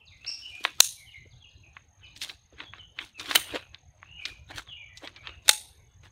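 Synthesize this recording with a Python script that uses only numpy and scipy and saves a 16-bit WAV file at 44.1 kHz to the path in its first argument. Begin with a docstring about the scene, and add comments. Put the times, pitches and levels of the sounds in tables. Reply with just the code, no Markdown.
"""Birds whistle and an insect ticks in phrases of six over the faint rumble of a forest clearing.
Close by, a folding camp chair is opened: each tug knocks a hollow tube and rustles the nylon seat.
Its joints snap home three times, and a few blows leave the long tubes ringing.
Trunks and leaves scatter the sounds back."""
import sys
import numpy as np
from scipy import signal
from scipy.fft import rfft, irfft
from scipy.io import wavfile
from scipy.ndimage import uniform_filter1d

SR = 44100
rng = np.random.default_rng(int(sys.argv[2]) if len(sys.argv) > 2 else 0)


def int16_out(signal):
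    """Quantize to a 16-bit WAV file."""
    q = np.round(np.clip(np.atleast_2d(signal).T, -1, 1) * 32767)
    wavfile.write(sys.argv[1], SR, q.astype(np.int16))


N = 269451
TIME = np.arange(N) / SR


def amp(db):
    """Decibels to gain."""
    return 10 ** (np.asarray(db) / 20)


def unit(x):
    """Scale to rms 1."""
    return x / np.sqrt(np.mean(x ** 2) + 1e-20)


def read(points, hz):
    """Interpolate on a log-frequency axis."""
    points_hz, values = np.transpose(points)
    return np.interp(np.log(hz + 1), np.log(points_hz + 1), values)


def add(mix, time_s, sound):
    """Mix a sound in at time_s."""
    part = mix[max(round(time_s * SR), 0):][:len(sound)]
    part += sound[:len(part)]


def colour(x, spectrum):
    """Filter by a spectrum; rms 1."""
    hz = np.fft.rfftfreq(len(x), 1 / SR)
    return unit(irfft(rfft(x) * amp(read(spectrum, hz)), len(x)))


def drift(rate_hz):
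    """Smooth random wander; rms 1."""
    width = max(int(SR / rate_hz), 1)
    return unit(uniform_filter1d(uniform_filter1d(rng.standard_normal(N), width), width))


def patchy(x, depth_db, size=512):
    """Patches of the spectrum, a few hundred hertz wide, come and go; rms 1."""
    bands = signal.stft(x, nperseg=size)[2]
    patches = uniform_filter1d(rng.standard_normal(bands.shape), size=4, axis=0)
    patches = unit(uniform_filter1d(patches, size=6, axis=1))
    return unit(signal.istft(bands * amp(depth_db * patches), nperseg=size)[1][:N])


# Hush and rumble spectra: (frequency [Hz], relative density [dB])
HUSH_SPECTRUM = [(100, -6), (200, 0), (400, -5.5), (800, -1.5), (1400, -11), (2400, -10), (3800, -14),
                 (5200, -25), (8000, -26.5), (12000, -29.5), (16000, -39)]
RUMBLE_SPECTRUM = [(20, -20.5), (40, -7), (62, 1.5), (95, 2.5), (125, -4.5), (170, -14), (300, -34),
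                   (1000, -86.5)]
# Rumble envelope: (time [s], relative level [dB])
RUMBLE_ENVELOPE = [(0, -63.5), (1.05, -62.5), (1.22, -56), (1.5, -57), (2.6, -62), (2.8, -53), (3.0, -64),
                   (3.35, -53), (4.15, -59.5), (4.55, -50), (5.05, -59), (5.3, -57), (5.55, -63.5),
                   (5.85, -54), (6.1, -53.5)]


def air(hush_db=-70, rumble_gain_db=-3, lump_db=4.5):
    """The woods' wavering hush over a lumpy low rumble."""
    hush_gain = amp(hush_db + 1.2 * drift(rate_hz=2))
    hush = patchy(colour(rng.standard_normal(N), HUSH_SPECTRUM), depth_db=5.5, size=1024)
    gust_db = np.interp(TIME, *np.transpose(RUMBLE_ENVELOPE)) + lump_db * drift(rate_hz=26)
    rumble = colour(rng.standard_normal(N), RUMBLE_SPECTRUM)
    return hush_gain * hush + amp(rumble_gain_db + gust_db) * rumble


def whistle(length_s, first_hz, middle_hz, last_hz, waver):
    """Soft-edged tone; the fluttering pitch arches through three points."""
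    progress = np.linspace(0, 1, max(int(length_s * SR), 8))
    arch_hz = np.polyval(np.polyfit([0, .5, 1], [first_hz, middle_hz, last_hz], 2), progress)
    flutter = waver * unit(uniform_filter1d(rng.standard_normal(len(progress)), size=120))
    phase = 2 * np.pi * np.cumsum(arch_hz * (1 + flutter)) / SR
    return unit(np.sin(phase) * np.sin(np.pi * progress))


# Slurred notes: (time [s], length [s], pitch [Hz], start above pitch [fraction], relative level [dB])
CAROL_NOTES = [(0, 0.029, 2727, 0.23, -52.5), (.104, 0.054, 2170, 0.21, -57), (.2, .07, 2694, -0.05, -54),
               (.413, 0.078, 2925, .02, -45), (.494, 0.096, 2478, -0.0034, -46.5),
               (.96, 0.12, 2170, 0.1, -58.5), (1.058, .058, 2917, 0.14, -55),
               (1.124, .069, 2143, 0.21, -51.5), (1.401, .039, 3314, 0.087, -55),
               (1.435, .033, 2756, 0.18, -52.5), (1.628, 0.046, 2507, 0.09, -56),
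               (2.013, 0.068, 2960, 0.029, -57.5), (2.027, 0.051, 2500, 0.12, -56),
               (2.644, 0.057, 3400, 0.085, -53.5), (2.782, 0.042, 3047, 0.11, -50.5),
               (3.139, 0.097, 2496, 0.14, -50.5), (3.426, 0.078, 2884, -0.091, -51.5),
               (3.497, 0.0743, 2520, -0.063, -48), (4.039, 0.21, 2858, -0.094, -51.5),
               (4.165, 0.13, 2452, 0.035, -46), (4.666, 0.057, 3313, 0.12, -52),
               (4.694, 0.054, 2937, .1, -45.5), (4.756, 0.12, 2345, 0.091, -48.5),
               (4.874, 0.11, 2008, 0.016, -60.5), (5.148, .06, 2340, .1, -52.5),
               (5.226, 0.088, 2753, -.13, -49), (5.78, 0.053, 2194, -0.12, -68)]


def carolling_bird(overshoot=.23):
    """A songbird slides onto each pitch and levels off just past it."""
    out = np.zeros(N)
    for time_s, length_s, hz, slide, db in CAROL_NOTES:
        note = whistle(length_s, hz * (1 + slide), hz, hz * (1 - overshoot * slide), waver=.028)
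        add(out, time_s, amp(db) * note)
    return out


# Calls: (time [s], relative level [dB])
CALLS = [(.058, -54.5), (1.095, -57), (1.3, -60), (1.492, -63), (2.045, -58), (2.318, -62.5)]
# Parts of a call: (delay [s], length [s], first [Hz], middle [Hz], last [Hz], relative level [dB])
CALL_PARTS = [(0, 0.043, 5300, 3918, 3169, -2.5), (0.059, .03, 3380, 3910, 4337, -5.5)]


def calling_bird():
    """A second bird repeats one call: sweep down, flick up."""
    out = np.zeros(N)
    for time_s, db in CALLS:
        for delay_s, length_s, *pitches_hz, part_db in CALL_PARTS:
            add(out, time_s + delay_s, amp(db + part_db) * whistle(length_s, *pitches_hz, waver=.011))
    return out


# Bouts of phrases: (start [s], end [s], phrase period [s], stroke period [s])
INSECT_BOUTS = [(.059, .45, .156, .0221), (.504, 3.05, .1539, .0221), (3.134, 6.11, .1638, .0234)]


def insect(stroke_db=-70, strokes=6):
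    """Phrases of wing strokes, each a falling chirp; the last bout is a little slower."""
    out = np.zeros(N)
    for start_s, end_s, phrase_s, stroke_s in INSECT_BOUTS:
        for time_s in np.arange(start_s, end_s, phrase_s):
            for k, jitter_db in enumerate(rng.standard_normal(strokes)):
                chirp = whistle(length_s=.0155, first_hz=6480, middle_hz=6480, last_hz=5750, waver=.006)
                onset_s = time_s + k * stroke_s - len(chirp) / SR / 2
                add(out, onset_s, amp(stroke_db + jitter_db) * chirp)
    return out


# Echo spectrum, mostly treble off the leaves: (frequency [Hz], relative level [dB])
ECHO_SPECTRUM = [(200, -19.5), (1000, -2.5), (2500, -2), (4000, -7.5), (5200, -3.5), (6500, 4.5),
                 (7600, 0.5), (9300, 6.5), (11000, -4.5), (15000, 2)]
# Echo decay: (frequency [Hz], t60 before stretch [s])
ECHO_DECAY = [(200, 0.23), (1500, 0.14), (4000, 0.39), (7000, 0.22), (9500, 0.3), (11500, 0.41),
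              (15500, 0.16)]


def trees(x, build_s, stretch, trunk_gain=0, trunk_s=.041, echoes_per_s=5000):
    """Echoes off trunks and leaves build, then die band by band; trunk_gain adds the nearest trunk."""
    t = np.arange(SR) / SR
    swell = np.minimum(.25 + t / build_s, 1)
    trunk = trunk_gain * np.exp(-((t - trunk_s) / .003) ** 2)
    taps = (swell + trunk) * rng.standard_normal(SR) * (rng.random(SR) < echoes_per_s / SR)
    hz, delay_s, bands = signal.stft(taps, SR, nperseg=256)
    t60_s = stretch * read(ECHO_DECAY, hz)[:, None]
    bands *= amp(read(ECHO_SPECTRUM, hz)[:, None] - 60 * delay_s / t60_s)
    tail = signal.istft(bands, SR, nperseg=256)[1]
    return signal.fftconvolve(x, tail / np.linalg.norm(tail))[:N]


BLOW_SAMPLES = 8192
BLOW_HZ = np.fft.rfftfreq(BLOW_SAMPLES, 1 / SR)


def blow(t60_s, spectrum_db, attack_s):
    """Burst of contact chatter, coloured by the struck part's spectrum over BLOW_HZ."""
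    t = np.arange(BLOW_SAMPLES) / SR
    envelope = amp(-60 * t / t60_s) * (1 - np.exp(-t / attack_s))
    envelope /= envelope.max()
    chatter = rng.standard_normal(BLOW_SAMPLES)
    for _ in range(3):  # hard contacts drive all frequencies alike
        flat_spectrum = np.exp(1j * np.angle(rfft(chatter * envelope)))
        chatter = irfft(flat_spectrum) / np.maximum(envelope, .1)
    log_gain = np.log(amp(np.maximum(spectrum_db, spectrum_db.max() - 80)))
    mirrored = np.r_[log_gain, log_gain[-2:0:-1]]
    minimum_phase = np.exp(np.conj(signal.hilbert(mirrored)))[:len(BLOW_HZ)]
    sound = irfft(rfft(chatter * envelope) * minimum_phase)
    return sound * np.linalg.norm(envelope) / np.linalg.norm(sound)


# Hollow tube resonances: (centre [Hz], width [Hz], lift [dB])
TUBE_RESONANCES = [(1100, 150, 8), (2000, 1200, 6), (2600, 79, 4.5), (3850, 1200, 7)]


def knock_spectrum_db(low_hz, high_hz):
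    """The band a contact excites, lifted by the hollow tube's resonances."""
    band_db = -10 * np.log10((1 + (low_hz / (BLOW_HZ + 1)) ** 6) * (1 + (BLOW_HZ / high_hz) ** 13))
    return band_db + sum(lift_db / (1 + (2 * (BLOW_HZ - centre_hz) / width_hz) ** 2)
                         for centre_hz, width_hz, lift_db in TUBE_RESONANCES)


# Tugs, each a knock and a rustle; relative levels: (time [s], knock [dB], knock t60 [s],
# knock low edge [Hz], knock high edge [Hz], rustle length [s], crumple [dB], hiss [dB])
CHAIR_TUGS = [(0.246, -40.5, 0.027, 1970, 3900, .03, -52, -80),
              (0.606, -48.5, 0.035, 280, 397, 0.019, -71, -72),
              (0.6508, -9.5, 0.0057, 556, 3610, 0.047, -37, -45.5),
              (1.254, -54.5, 0.055, 300, 520, 0.036, -70, -87),
              (1.7671, -36, 0.017, 1000, 2770, 0.12, -62, -82),
              (2.162, -42.5, 0.023, 2480, 6200, 0.033, -64, -49),
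              (2.2151, -31.5, 0.064, 2235, 6200, .03, -59, -30),
              (2.295, -33, 0.03, 2216, 4500, 0.033, -53, -52.5),
              (2.524, -53, 0.066, 280, 560, .06, -68, -84.5),
              (2.602, -32, 0.027, 1296, 3500, 0.099, -46, -77.5),
              (2.7353, -34.5, 0.013, 900, 3000, .04, -62.5, -82.5),
              (2.9878, -24.5, .016, 1735, 3430, 0.068, -48.5, -75),
              (3.196, -32.5, 0.032, 2300, 6500, 0.046, -40.5, -43.5),
              (3.258, -35, 0.013, 1500, 4070, .02, -48, -45),
              (3.3112, -22.5, 0.02, 635, 4400, 0.053, -40.5, -40),
              (3.546, -32.5, 0.0051, 905, 4500, 0.049, -41, -49),
              (3.56, -25, 0.011, 600, 3660, 0.051, -39.5, -58),
              (3.7453, -35.5, 0.014, 2413, 4200, .07, -57.5, -85.5),
              (4.029, -36.5, 0.01073, 836, 2340, 0.19, -63.5, -85.5),
              (4.253, -25, 0.022, 2163, 5520, .02, -45, -42),
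              (4.58, -34, 0.015, 1210, 5500, 0.047, -42.5, -44.5),
              (4.675, -46.5, 0.0096, 700, 2950, 0.1, -58.5, -84),
              (4.972, -41.5, 0.044, 3570, 6760, 0.075, -67, -60),
              (5.074, -32, .014, 1540, 4760, 0.044, -55, -69),
              (5.161, -44.5, 0.04, 2200, 5000, 0.089, -54.5, -72),
              (5.272, -27, 0.0071, 1350, 4130, 0.11, -47, -73.5)]


def tube_knocks(gain_db=1.5, bounce_s=.0039, bounce_db=-7, hard_db=-27.5):
    """Each tug knocks a tube, which bounces once; below hard_db the bounce falls away."""
    out = np.zeros(N)
    for time_s, db, t60_s, low_hz, high_hz, *_ in CHAIR_TUGS:
        spectrum_db = knock_spectrum_db(low_hz, high_hz)
        rebound_db = bounce_db + min(db - hard_db, 0)
        for delay_s, drop_db in (0, 0), (bounce_s, rebound_db):
            knock = blow(t60_s, spectrum_db, attack_s=.0093 * t60_s)  # cloth cushions longer knocks
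            add(out, time_s + delay_s, amp(db + gain_db + drop_db) * knock)
    return out


def crackle(slips_per_s, spread_db, rubbing):
    """Tiny slips of very unequal size over smooth rubbing."""
    sizes = amp(spread_db * np.minimum(rng.exponential(1, N), 4)) * rng.choice([-1, 1], N)
    slips = unit(sizes * (rng.random(N) < slips_per_s / SR))
    return slips + rubbing * rng.standard_normal(N)


def pull_envelope(peak_s, length_s, rise_share=.38, edge_db=-14):
    """Effort of one pull on the cloth: quick swell, slower fade."""
    side_s = length_s * np.where(TIME < peak_s, rise_share, 1 - rise_share)
    return amp(edge_db * (abs(TIME - peak_s) / side_s) ** 1.4)


# Crumpling folds and hissing weave: (frequency [Hz], relative density [dB])
FOLD_SPECTRUM = [(100, -32), (200, -18.5), (300, 7), (420, -2.5), (560, 0), (900, -1), (1500, 2.5),
                 (2500, 0), (3800, 0), (5000, -18.5), (9000, -34), (16000, -54)]
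WEAVE_SPECTRUM = [(1500, -15), (3500, 11.5), (5000, 3.5), (7000, 0.5), (9000, -3.5), (12000, -9),
                  (16000, -13.5)]
# Cloth sliding over the tubes, no knock: (peak time [s], length [s], crumple [dB], hiss [dB])
CLOTH_SLIDES = [(.29, .12, -62.5, -68), (.53, 0.81, -65.5, -59), (.642, 0.018, -44, -39),
                (.798, .04, -50, -53), (2.04, 0.17, -62, -86), (2.25, 0.11, -47.5, -44.5),
                (2.77, .09, -50, -83), (3.03, 0.095, -51.5, -52.5), (3.288, 0.15, -37.5, -44),
                (3.375, 0.2, -46, -51), (3.512, 0.17, -41.5, -62.5), (4.275, 0.13, -50, -53.5),
                (4.514, 0.069, -44.5, -59), (4.572, 0.046, -45, -43.5), (5.048, 0.075, -41, -56.5),
                (5.484, 0.091, -51, -49), (6.05, .06, -53.5, -63)]


def nylon_seat(clump_db=3, settle_s=.008):
    """Folds crumple and the weave hisses in clumps; on a tug the cloth settles just after the knock."""
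    folds = colour(crackle(slips_per_s=600, spread_db=2.5, rubbing=.45), FOLD_SPECTRUM)
    folds = patchy(folds, depth_db=4)
    weave = colour(crackle(slips_per_s=1400, spread_db=5, rubbing=.6), WEAVE_SPECTRUM)
    weave = patchy(weave, depth_db=3)
    out = np.zeros(N)
    for pulls, lag_s in (CHAIR_TUGS, settle_s), (CLOTH_SLIDES, 0):
        for time_s, *_, length_s, crumple_db, hiss_db in pulls:
            rustle = amp(crumple_db) * folds + amp(hiss_db) * weave
            out += pull_envelope(time_s + lag_s, length_s) * rustle
    return out * amp(clump_db * np.tanh(drift(rate_hz=58)))  # cloth catches and lets go


# Chip contour: (time [s], pitch [Hz])
CHIP_PITCH = [(0.263, 1880), (0.269, 2596), (0.28, 2750), (.29, 2641), (.306, 2263)]
# Chip harmonics: (harmonic number, relative level [dB])
CHIP_HARMONICS = [(1, -47), (2, -37), (3, -65)]


def chipping_bird(waver=.012):
    """A nearer bird gives one hooked, slightly rough note, second harmonic strongest."""
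    times_s, hz = np.transpose(CHIP_PITCH)
    t = np.arange(times_s[0], times_s[-1], 1 / SR)
    flutter = waver * unit(uniform_filter1d(rng.standard_normal(len(t)), size=60))
    phase = 2 * np.pi * np.cumsum(np.interp(t, times_s, hz) * (1 + flutter)) / SR
    swell = np.hanning(len(t)) ** .25
    out = np.zeros(N)
    for harmonic, db in CHIP_HARMONICS:
        add(out, times_s[0], amp(db) * unit(swell * np.sin(harmonic * phase)))
    return out


# One spectrum per joint: (frequency [Hz], relative density [dB])
JOINT_SPECTRA = [
    [(120, -61), (200, -45), (550, -23.5), (1840, -13.5), (2130, -20), (2800, -8), (3360, -8), (3550, -1.5),
     (4030, 1), (4750, -10), (6600, -1), (8060, -11.5), (9490, -8.5), (11600, -15.5), (13700, -14),
     (15500, -16)],
    [(120, -68.5), (200, -26), (575, -14.5), (940, -11), (2210, -5), (2510, -11.5), (3070, 2), (3490, -12),
     (3890, -1), (5600, -21), (6130, -12), (8060, -16), (8830, -10), (10800, -20), (15500, -12)],
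    [(120, -53.5), (200, -46.5), (525, -14.5), (975, -21), (1540, -7.5), (2170, -9), (3130, -13.5),
     (3680, 1.5), (4030, -8), (4420, -7), (4840, -11.5), (9320, -10.5), (11400, -25), (12500, -15.5),
     (15500, -28)],
]
# Locking contacts: (time [s], relative level [dB], t60 [s], joint index)
JOINT_SNAPS = [(0.8024, -15, 0.0038, 0), (0.8039, -0.5, 0.013, 0), (3.351, -17.5, 0.065, 1),
               (3.3568, -7, 0.019, 1), (3.375, -28, .02, 1), (5.4817, -18.5, 0.0073, 2),
               (5.4917, -6, 0.025, 2), (5.4953, -11.5, 0.008, 2), (5.5097, -24, 0.033, 0),
               (5.531, -30, 0.006, 0)]


def joint_snaps(gain_db=2):
    """The joints lock in three clusters of hard contacts."""
    out = np.zeros(N)
    for time_s, db, t60_s, joint in JOINT_SNAPS:
        snap = blow(t60_s, read(JOINT_SPECTRA[joint], BLOW_HZ), attack_s=.00021)
        add(out, time_s, amp(db + gain_db) * snap)
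    return out


# Long tube modes: (frequency [Hz], relative level [dB], t60 [s])
TUBE_MODES = [(850, -10, 0.2), (2630, -0.5, 0.08), (4125, -2, 0.03), (5980, -18.5, .16), (6866, -28, .16),
              (8730, -22.5, 0.18), (8800, -15, .2)]
# Blows that excite them: (time [s], level [dB])
RING_BLOWS = [(2.218, -64), (5.4803, -26.5), (5.4909, -23.5)]


def tube_rings():
    """Struck long tubes ring on in decaying modes."""
    t = np.arange(SR // 2) / SR
    ring = sum(amp(db - 60 * t / t60_s) * np.sin(2 * np.pi * hz * t) for hz, db, t60_s in TUBE_MODES)
    out = np.zeros(N)
    for time_s, db in RING_BLOWS:
        add(out, time_s, amp(db) * ring)
    return out


def scene(flutter_db=3.5):
    """Chair near and almost dry; birds and insect far among the trees."""
    frame = joint_snaps() + tube_knocks() + tube_rings()
    cloth = nylon_seat()
    song = carolling_bird() + calling_bird() + chipping_bird()
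    song *= amp(flutter_db * drift(rate_hz=140))
    chirps = insect()
    chair_echo = trees(frame + amp(-9.5) * cloth, build_s=.05, stretch=1.3, trunk_gain=1.1)
    chair = frame + cloth + amp(-16) * chair_echo
    birds = amp(-4.5) * song + amp(.5) * trees(song, build_s=.012, stretch=1.7, trunk_gain=1.3)
    ticking = chirps + amp(-12) * trees(chirps, build_s=.03, stretch=1.1)
    return (chair + birds + ticking + air())[None]


def record(dry, ceiling=.92, cutoff_hz=15800):
    """The hardest snaps overload the input; a low-pass follows."""
    clipped = np.clip(dry, -ceiling, ceiling)
    lowpass = signal.firwin(511, cutoff_hz, window=("kaiser", 9), fs=SR)
    return signal.oaconvolve(clipped, lowpass[None], "same")


dry = scene()
out = record(dry)
int16_out(out)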